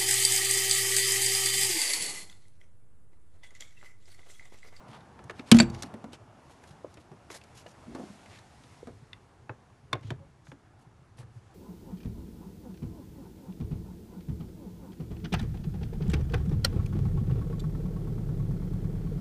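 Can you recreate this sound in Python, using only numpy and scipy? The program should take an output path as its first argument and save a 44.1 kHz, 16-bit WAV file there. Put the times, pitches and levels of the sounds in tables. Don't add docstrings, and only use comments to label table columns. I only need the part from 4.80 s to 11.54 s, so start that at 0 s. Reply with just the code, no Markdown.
import sys
import numpy as np
from scipy import signal
from scipy.io import wavfile

SR = 44100
rng = np.random.default_rng(int(sys.argv[2]) if len(sys.argv) > 2 else 0)


def invert_db(x):
    u = np.asarray(x, float) / 20
    return 10 ** u


def to_wav(s):
    ch = np.atleast_2d(s).T
    pcm = np.round(np.clip(ch, -1, 1) * 32767)
    wavfile.write(sys.argv[1], SR, pcm.astype(np.int16))


N = 297278

EDGES = 28 * 2 ** (np.arange(28) / 3)
CENTRES = np.sqrt(EDGES[1:] * EDGES[:-1])


def rms_one(x):
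    return x / np.sqrt(np.mean(x ** 2, axis=-1, keepdims=True) + 1e-20)


def at_hz(points, hz):
    f, db = np.transpose(points)
    return np.interp(np.log(hz), np.log(f), db, left=-90, right=-90)


def drift(rate_hz):
    r = np.exp(-80 * np.pi * rate_hz / SR)
    draws = rng.standard_normal(N // 40 + 2002)
    slow = signal.lfilter([1], [1, -2 * r, r * r], draws)[2000:]
    return np.interp(np.arange(N) / 40, np.arange(len(slow)), rms_one(slow))


def bands(source):
    split = []
    for k, (lo, hi) in enumerate(zip(EDGES, EDGES[1:])):
        band = signal.butter(2, [lo, hi], "band", fs=SR, output="sos")
        split.append(signal.sosfilt(band, source[k % 2]))
    return rms_one(np.array(split))


def grains(per_s, spread_db):
    sizes = invert_db(spread_db * np.minimum(rng.exponential(1, (2, N)), 5))
    signs = rng.choice([-1, 1], (2, N))
    happens = rng.random((2, N)) < per_s / SR
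    return sizes * signs * happens + 1e-9


def ring(force, hz, t60):
    r = invert_db(-60 / (max(t60, .005) * SR))
    w = 2 * np.pi * hz / SR
    return signal.lfilter([0, np.sin(w)], [1, -2 * r * np.cos(w), r * r], force + 1e-18)


def add(track, s, piece):
    i = round(s * SR)
    track[..., i:i + piece.shape[-1]] += piece[..., :N - i]


def push(length_s):
    shape = np.hanning(max(round(length_s * SR), 3) + 2)
    return shape / shape.sum()


def swell(s, db, rise_db, fall_db):
    late = np.arange(N) / SR - s
    return invert_db(db + np.where(late < 0, rise_db * late, -fall_db * late)) ** 2


def layer(noise, spectrum, level_db, patchy_db):
    weight = invert_db(at_hz(spectrum, CENTRES)) * np.sqrt(CENTRES)
    flicker = [invert_db(patchy_db * drift(6.2)) for k in range(3)]
    mix = sum(w * flicker[k % 3] * band for k, (w, band) in enumerate(zip(weight, noise)))
    return invert_db(level_db) * rms_one(mix)


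# (frequency [Hz], density [dB per Hz])
RUMBLE_SPECTRUM = [(15, -50), (25, -19.5), (69, -8), (108, -1.5), (176, -19.5), (195, -25.5), (321, -26.5),
                   (360, -17), (400, -23), (520, -58), (880, -120)]
# (frequency [Hz], density [dB per Hz])
TRAFFIC_SPECTRUM = [(100, -17.5), (170, 3), (216, 3.5), (399, -4.5), (936, 1), (1160, -10), (1290, -7.5),
                    (2020, -25.5), (3000, -24.5), (3900, -55.5), (6600, -120)]
# (frequency [Hz], density [dB per Hz])
TYRE_SPECTRUM = [(900, -19), (1300, 1), (1800, 1.5), (2200, -13.5), (3000, -30)]
# (frequency [Hz], density [dB per Hz])
RUSTLE_SPECTRUM = [(1060, -36.5), (1800, -4.5), (2300, -9), (5880, -10.5), (11100, -18), (12000, -23),
                   (12500, -37.5), (16200, -70), (22000, -120)]
# (time [s], traffic level [dB])
STREET_LEVEL = [(0, -52), (.25, -56), (1.3, -57), (1.6, -58.5), (2.6, -60.5), (3.0, -57), (3.45, -56),
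                (3.8, -62.5), (4.5, -63.5), (5.5, -64), (6.2, -67), (6.74, -63)]
# (time [s], rustle level [dB])
RUSTLE_LEVEL = [(0, -71), (.45, -71), (0.849, -66.5), (1.16, -69.5), (1.5, -73), (1.76, -68.5), (2.27, -72),
                (2.7, -68.5), (2.97, -67.5), (3.26, -61), (3.651, -66.5), (3.94, -64), (4.13, -69.5),
                (4.56, -74), (6.381, -76), (6.74, -72.5)]
# (time of crest [s], level [dB])
CAB_ROCKINGS = [
    (.45, -54.5),
    (.9, -43.5),
    (1.25, -57),
    (3.11, -52.5),
    (3.501, -64),
    (4.13, -52),
    (5.29, -44),
    (6.45, -52),
]


def background(noise):
    t = np.arange(N) / SR
    street_db = np.interp(t, *np.transpose(STREET_LEVEL))
    rustle_db = np.interp(t, *np.transpose(RUSTLE_LEVEL))
    rocking = sum(swell(s, db, rise_db=69, fall_db=68) for s, db in CAB_ROCKINGS)
    rumble_db = 10 * np.log10(invert_db(-60.5) ** 2 + rocking)
    wash = swell(.84, -44.5, rise_db=80.5, fall_db=38)
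    traffic_db = 10 * np.log10(invert_db(street_db) ** 2 + wash)
    hiss = layer(noise, RUSTLE_SPECTRUM, rustle_db, patchy_db=.6)
    rumble = layer(noise, RUMBLE_SPECTRUM, rumble_db, patchy_db=3.0)
    traffic = layer(noise, TRAFFIC_SPECTRUM, traffic_db, patchy_db=1.74)
    tyres = layer(noise, TYRE_SPECTRUM, -79.5, patchy_db=2.65)
    return rumble + traffic + tyres + hiss


# (time [s], length [s], rms level [dB])
RUBBER_STROKES = [(0.072, 0.1, -62), (0.546, 0.063, -61), (0.657, 0.044, -55.5), (0.73, 0.044, -39),
                  (0.8, 0.013, -31.5), (0.917, 0.094, -56.5), (1.026, 0.044, -58), (1.318, 0.024, -52),
                  (3.484, 0.11, -59.5), (5.211, 0.038, -65.5), (5.255, .055, -63.5)]
# (time [s], length [s], rms level [dB])
CLOTH_STROKES = [(1.695, 0.029, -60.5), (1.856, 0.058, -64.5), (1.816, 0.035, -69.5), (2.09, .05, -68.5),
                 (2.194, 0.012, -60.5), (2.496, 0.057, -49.5), (2.546, 0.032, -57), (2.744, 0.064, -55),
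                 (2.867, 0.05, -64), (5.234, 0.089, -77), (5.638, 0.087, -67.5), (5.98, 0.045, -72.5),
                 (6.367, 0.05, -60), (6.522, .06, -75)]
# (time [s], length [s], rms level [dB], centre [Hz])
SOLE_DRAGS = [
    (0.12, 0.045, -54, 1100),
    (2.511, 0.041, -51.5, 843),
    (3.065, 0.2, -49.5, 328),
    (3.165, 0.083, -59, 874),
    (5.121, 0.032, -48, 1204),
    (6.381, 0.052, -57, 793),
]
# (time [s], length [s], rms level [dB], centre [Hz])
THIN_SLIDES = [
    (.11, .07, -71, 3700),
    (3.503, 0.07, -67, 2000),
    (5.22, .1, -72, 3470),
]


def scuffs(grit):
    out = np.zeros(N)
    t = np.arange(SR // 4) / SR
    rubs = [(*row, 3020, 1.5) for row in RUBBER_STROKES]
    rubs += [(*row, 5430, 1.42) for row in CLOTH_STROKES]
    rubs += [(*row, 0.86) for row in SOLE_DRAGS]
    rubs += [(*row, .3) for row in THIN_SLIDES]
    for s, length, db, hz, octaves in rubs:
        uneven_db = 2.0 * rng.standard_normal(len(CENTRES))
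        colour = invert_db(-6 * (np.log2(CENTRES / hz) / octaves) ** 2 + uneven_db)
        stroke = np.minimum(t / 0.02, 1) * invert_db(-60 * np.maximum(t - length, 0) / 0.08)
        mix = colour / np.linalg.norm(colour) @ grit[:, round(s * SR):][:, :len(t)]
        add(out, s, invert_db(db) * stroke[:len(mix)] * mix)
    return invert_db(2.2 * drift(60)) * out


def cab(x):
    t = np.arange(SR // 2) / SR
    t60_s = 0.17
    tail = rng.standard_normal(len(t)) * invert_db(-60 * t / t60_s) * (t > .003)
    dull = signal.butter(2, [250, 2500], "band", fs=SR, output="sos")
    tail = signal.sosfilt(dull, tail)
    return invert_db(-22.5) * signal.fftconvolve(x, tail / np.linalg.norm(tail))[:N]


# (time [s], peak level [dB], frequency [Hz])
PAN_KNOCKS = [(0.085, -40.5, 126), (0.444, -39.5, 124), (1.074, -41, 167), (1.903, -41.5, 149),
              (2.166, -51, 129), (2.309, -42, 151.4), (4.222, -40.5, 129), (4.696, -31, 115.6),
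              (5.131, -27.5, 122.3), (5.244, -27, 110.8), (5.31, -24.5, 129), (5.4, -42.5, 142.3),
              (5.683, -38, 137.2), (6.06, -46, 125.3), (6.389, -39.5, 117.2), (6.43, -38.5, 110),
              (6.557, -35, 112.8)]
# (time [s], peak level [dB], frequency [Hz])
SKIN_KNOCKS = [(0.593, -36, 254), (1.039, -35.5, 259.6), (1.14, -35.5, 228.4), (1.24, -36, 226),
               (1.287, -42, 240), (3.079, -36.5, 234), (3.147, -31.5, 267), (3.196, -34.5, 246),
               (3.231, -40.5, 214), (3.298, -38.5, 208), (3.841, -51, 256), (4.07, -38, 245.7),
               (5.725, -44.5, 281)]
# (time [s], peak level [dB], frequency [Hz])
KNUCKLE_KNOCKS = [
    (0.494, -48.5, 560),
    (2.045, -29.5, 538),
    (2.491, -48, 330),
    (2.861, -39.5, 597),
    (4.029, -34.5, 462),
]


def thuds():
    out = np.zeros(N)
    for rows, t60 in ((PAN_KNOCKS, 0.14), (SKIN_KNOCKS, 0.14), (KNUCKLE_KNOCKS, 0.028)):
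        for s, db, hz in rows:
            force = np.zeros(SR // 3)
            add(force, 0, push(0.21 / hz))
            force = ring(force, hz, 2.7 / hz)
            near, high = rng.uniform([1.08, 1.7], [1.25, 2.4])
            body = ring(force, hz, t60)
            body += 0.45 * ring(force, near * hz, 1.147 * t60)
            body += .9 * ring(force, high * hz, 0.27 * t60)
            add(out, s, invert_db(db) * body / np.abs(body).max())
    return out


# (time [s], peak level at 1.5-4 kHz [dB], low part [dB rel], high part [dB rel])
DOOR_CONTACTS = [(0.2059, -54, -10, -9), (0.3905, -47.5, 5, -16), (0.4397, -62.5, 15, 11),
                 (0.4966, -32.5, -1.5, -14.5), (0.5074, -48.5, 4, -1), (0.594, -34.5, -4, -14),
                 (0.715, -6.5, -8, 2.5), (0.7217, -15.5, -9, -5), (0.745, -27.5, 5.5, -2),
                 (0.768, -28.5, -4, 3), (0.788, -12.5, -19, -9.5), (0.8, -11, -13, -19),
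                 (0.8997, -62.5, -3, 17), (0.947, -37, -17, -9), (1.023, -36, -6, 9.5),
                 (1.0325, -38, 1.5, 3.5), (1.1393, -49.5, 13, 1), (1.2415, -51.5, 14.5, 0),
                 (1.3314, -42, -1, -1.5)]
# (time [s], peak level at 1.5-4 kHz [dB], low part [dB rel], high part [dB rel])
TRIM_CONTACTS = [(1.696, -58.5, 9, 1), (1.8376, -51.5, 6, -4.5), (1.907, -50.5, -17, -4),
                 (2.047, -60.5, 15, -14), (2.141, -59.5, -5, 11.5), (2.1715, -46, 2, -11.5),
                 (2.3155, -59, 13.5, -5), (2.5018, -40, -0.5, -28), (2.549, -56, 9.5, 12),
                 (2.614, -48, -29.5, -8), (2.638, -52.5, -8, 2.5), (2.8639, -50.5, 6, -1),
                 (3.1492, -47, 15, 2), (3.195, -66.5, 26, 15.5), (3.46, -47, -13, -10),
                 (3.5894, -57, -4.5, 4), (3.8367, -52.5, 3, -2), (4.0715, -56, 18, 3)]
# (time [s], peak level at 1.5-4 kHz [dB], low part [dB rel], high part [dB rel])
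KEY_CONTACTS = [(4.3311, -31.5, -26.5, -24), (4.6946, -40, 11.5, -54.5), (4.9024, -64.5, 7, -9),
                (5.1296, -20.5, -2, -8.5), (5.1534, -47, 13, -11.5), (5.194, -58.5, -4, -9),
                (5.21, -57.5, -8.5, -3), (5.232, -50, -6.5, -15), (5.3043, -31, 4, -10),
                (5.3921, -59, -6, -10.5), (5.669, -48.5, -3.5, -16.5), (5.7168, -42, 0, -17.5),
                (6.382, -54, 9, -12.5)]
# (touch length [s], t60 [s], log t60 gain [per dB of low part])
STEEL_ANSWER = (.0028, .038, .01)
TRIM_ANSWER = (0.0022, 0.054, 0.025)
KEY_ANSWER = (0.0016, 0.035, 0.012)


def ticks(noise):
    out = np.zeros(N)
    t = np.arange(SR // 6) / SR
    onset = np.sin(np.pi / 2 * np.minimum(t * CENTRES[:, None] / 0.58, 1)) ** 2
    crack = onset * (1 + 0.71 * np.exp(-t / 0.0011))
    groups = ((DOOR_CONTACTS, STEEL_ANSWER), (TRIM_CONTACTS, TRIM_ANSWER), (KEY_CONTACTS, KEY_ANSWER))
    for rows, (hold, t60, per_db) in groups:
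        for s, db, low_db, high_db in rows:
            spectrum = [(300, low_db + 0.5), (870, low_db), (2450, 0.0022),
                        (6600, high_db), (13000, high_db - 9.0)]
            colour = at_hz(spectrum, CENTRES) + rng.normal(0, 1.5, len(CENTRES))
            lasts = t60 * np.exp(per_db * low_db) * (CENTRES / 2450) ** -0.46
            fall = -60 * np.maximum(t - hold, 0) / lasts[:, None]
            gain = invert_db(db - 14 + colour[:, None] + fall) * crack
            add(out, s, np.sum(gain * noise[:, round(s * SR):][:, :len(t)], axis=0))
    return out


# (time [s], peak level [dB], frequency [Hz])
HANDLE_PARTS = [
    (0.207, -57, 3600),
    (0.4967, -34, 1700),
    (.594, -46, 3680),
    (.7866, -22, 7060),
    (1.333, -44, 3060),
]
# (time [s], peak level [dB], frequency [Hz])
TRIM_PARTS = [
    (2.045, -41, 1000),
    (2.047, -40.5, 300),
    (2.315, -46, 420),
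    (2.504, -43, 2050),
    (2.615, -47, 2606),
    (2.864, -48, 2900),
    (3.51, -54, 2000),
    (3.587, -47, 1970),
    (3.588, -50, 4000),
    (6.4, -48.5, 340),
]
# (time [s], peak level [dB], frequency [Hz])
KEY_PARTS = [(4.3313, -39, 3500), (4.3315, -41, 2050), (4.693, -41, 1780), (4.6932, -43, 2600),
             (4.695, -40, 596), (4.9, -54, 1150), (5.1295, -21.5, 1074), (5.1297, -24, 3530),
             (5.1314, -27, 2050), (5.305, -38, 990), (5.306, -44, 3500), (5.67, -48, 1620),
             (5.719, -51, 1600)]
# (frequency [Hz], peak level [dB], t60 [s])
LATCH_SPRING = [(4580, -35, 0.14), (7300, -38, 0.0967), (7730, -40, 0.15), (3350, -38.5, .1)]


def rings():
    out = np.zeros(N)
    t = np.arange(SR // 8) / SR
    rows = []
    for s, db, hz in HANDLE_PARTS + TRIM_PARTS + KEY_PARTS:
        rows.append((s, db, hz, .022 * (hz / 2000) ** -.45))
    for hz, db, t60 in LATCH_SPRING:
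        rows.append((.802, db, hz, t60))
    for s, db, hz, t60 in rows:
        scratch = rng.standard_normal(len(t)) * np.exp(-t / .002)
        tone = ring(scratch, hz, t60)
        add(out, s, invert_db(db) * tone / np.abs(tone).max())
    return out


# (frequency [Hz], level [dB], t60 [s])
DOOR_MODES = [(50, -10.5, 0.41), (86, -24.5, .4), (129, -16, 0.45), (165, -25.5, 0.14), (211, -2, 0.12),
              (231.8, 2.5, 0.25), (260, -9.5, 0.11), (317, -23, .15), (340.7, -17, 0.46), (403, -18, 0.05),
              (470, -24, .16), (574.8, -16, 0.065), (650, -20.5, 0.16), (775, -25.5, 0.084)]
# (time [s], level [dB], push length [s], tilt [dB per octave])
DOOR_JOLTS = [
    (.7195, -5, 0.0023, 0.8),
    (0.7445, -7.5, 0.0047, -4),
    (0.764, -19, 0.0038, 1.8),
    (0.802, -18.5, 0.0022, 17.5),
    (.83, -19, 0.0023, -5.5),
    (0.898, -25.5, 0.0064, 4),
]
# (frequency [Hz], level [dB], t60 [s])
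LATCH_MODES = [(1620, -4.5, .012), (2270, 2, 0.0034), (3760, -5, 0.016), (4200, -2, 0.0051),
               (4565, -0.5, 0.024), (6130, -14, 0.017), (7400, -8, 0.025), (8020, -7, 0.013)]
# (time [s], level [dB], chatter t60 [s])
LATCH_SNAPS = [
    (0.7871, -44, .03),
    (0.8007, -29.5, 0.025),
    (.806, -65.5, 0.24),
    (0.8993, -63.5, 0.017),
]


def door():
    length = N // 3
    force = np.zeros((len(DOOR_MODES), length))
    snaps = np.zeros((len(LATCH_MODES), length))
    octaves = np.log2(np.array(DOOR_MODES)[:, :1] / 230)
    for s, db, push_s, tilt_db in DOOR_JOLTS:
        add(force, s, -invert_db(db + tilt_db * octaves) * push(push_s))
    t = np.arange(SR // 4) / SR
    for s, db, t60 in LATCH_SNAPS:
        chatter = rng.standard_normal((len(LATCH_MODES), len(t)))
        add(snaps, s, invert_db(db - 60 * t / t60) * chatter)
    skin = sum(invert_db(db) * ring(jolt, hz, t60) for jolt, (hz, db, t60) in zip(force, DOOR_MODES))
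    steel = sum(invert_db(db) * ring(hit, hz, t60) for hit, (hz, db, t60) in zip(snaps, LATCH_MODES))
    return np.pad(skin + steel, (0, N - length))


# (time [s], length [s], level [dB], frequency [Hz])
KEY_SQUEAK = (5.395, .065, -54, 550)


def squeak():
    out = np.zeros(N)
    s, length, db, hz = KEY_SQUEAK
    t = np.arange(round(length * SR)) / SR
    add(out, s, invert_db(db) * np.sqrt(np.hanning(len(t))) * np.sin(2 * np.pi * hz * t))
    return out


def scene():
    noise = bands(rng.standard_normal((2, N)))
    grit = bands(grains(per_s=5000, spread_db=3.0))
    near = scuffs(grit[:, ::-1]) + thuds() + ticks(noise[:, ::-1]) + rings() + door() + squeak()
    near = signal.sosfilt(signal.butter(3, 110, "high", fs=SR, output="sos"), near)
    return (near + cab(near) + background(noise))[None, :]


def band_limit(x):
    return signal.sosfilt(signal.butter(12, 13110, fs=SR, output="sos"), x)


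def record(dry):
    rounded = 1.224 * np.tanh(dry / 1.248)
    top_cut = signal.cheby2(10, 50, 13100, fs=SR, output="sos")
    return band_limit(signal.sosfilt(top_cut, rounded))


dry = scene()
out = record(dry)
to_wav(out)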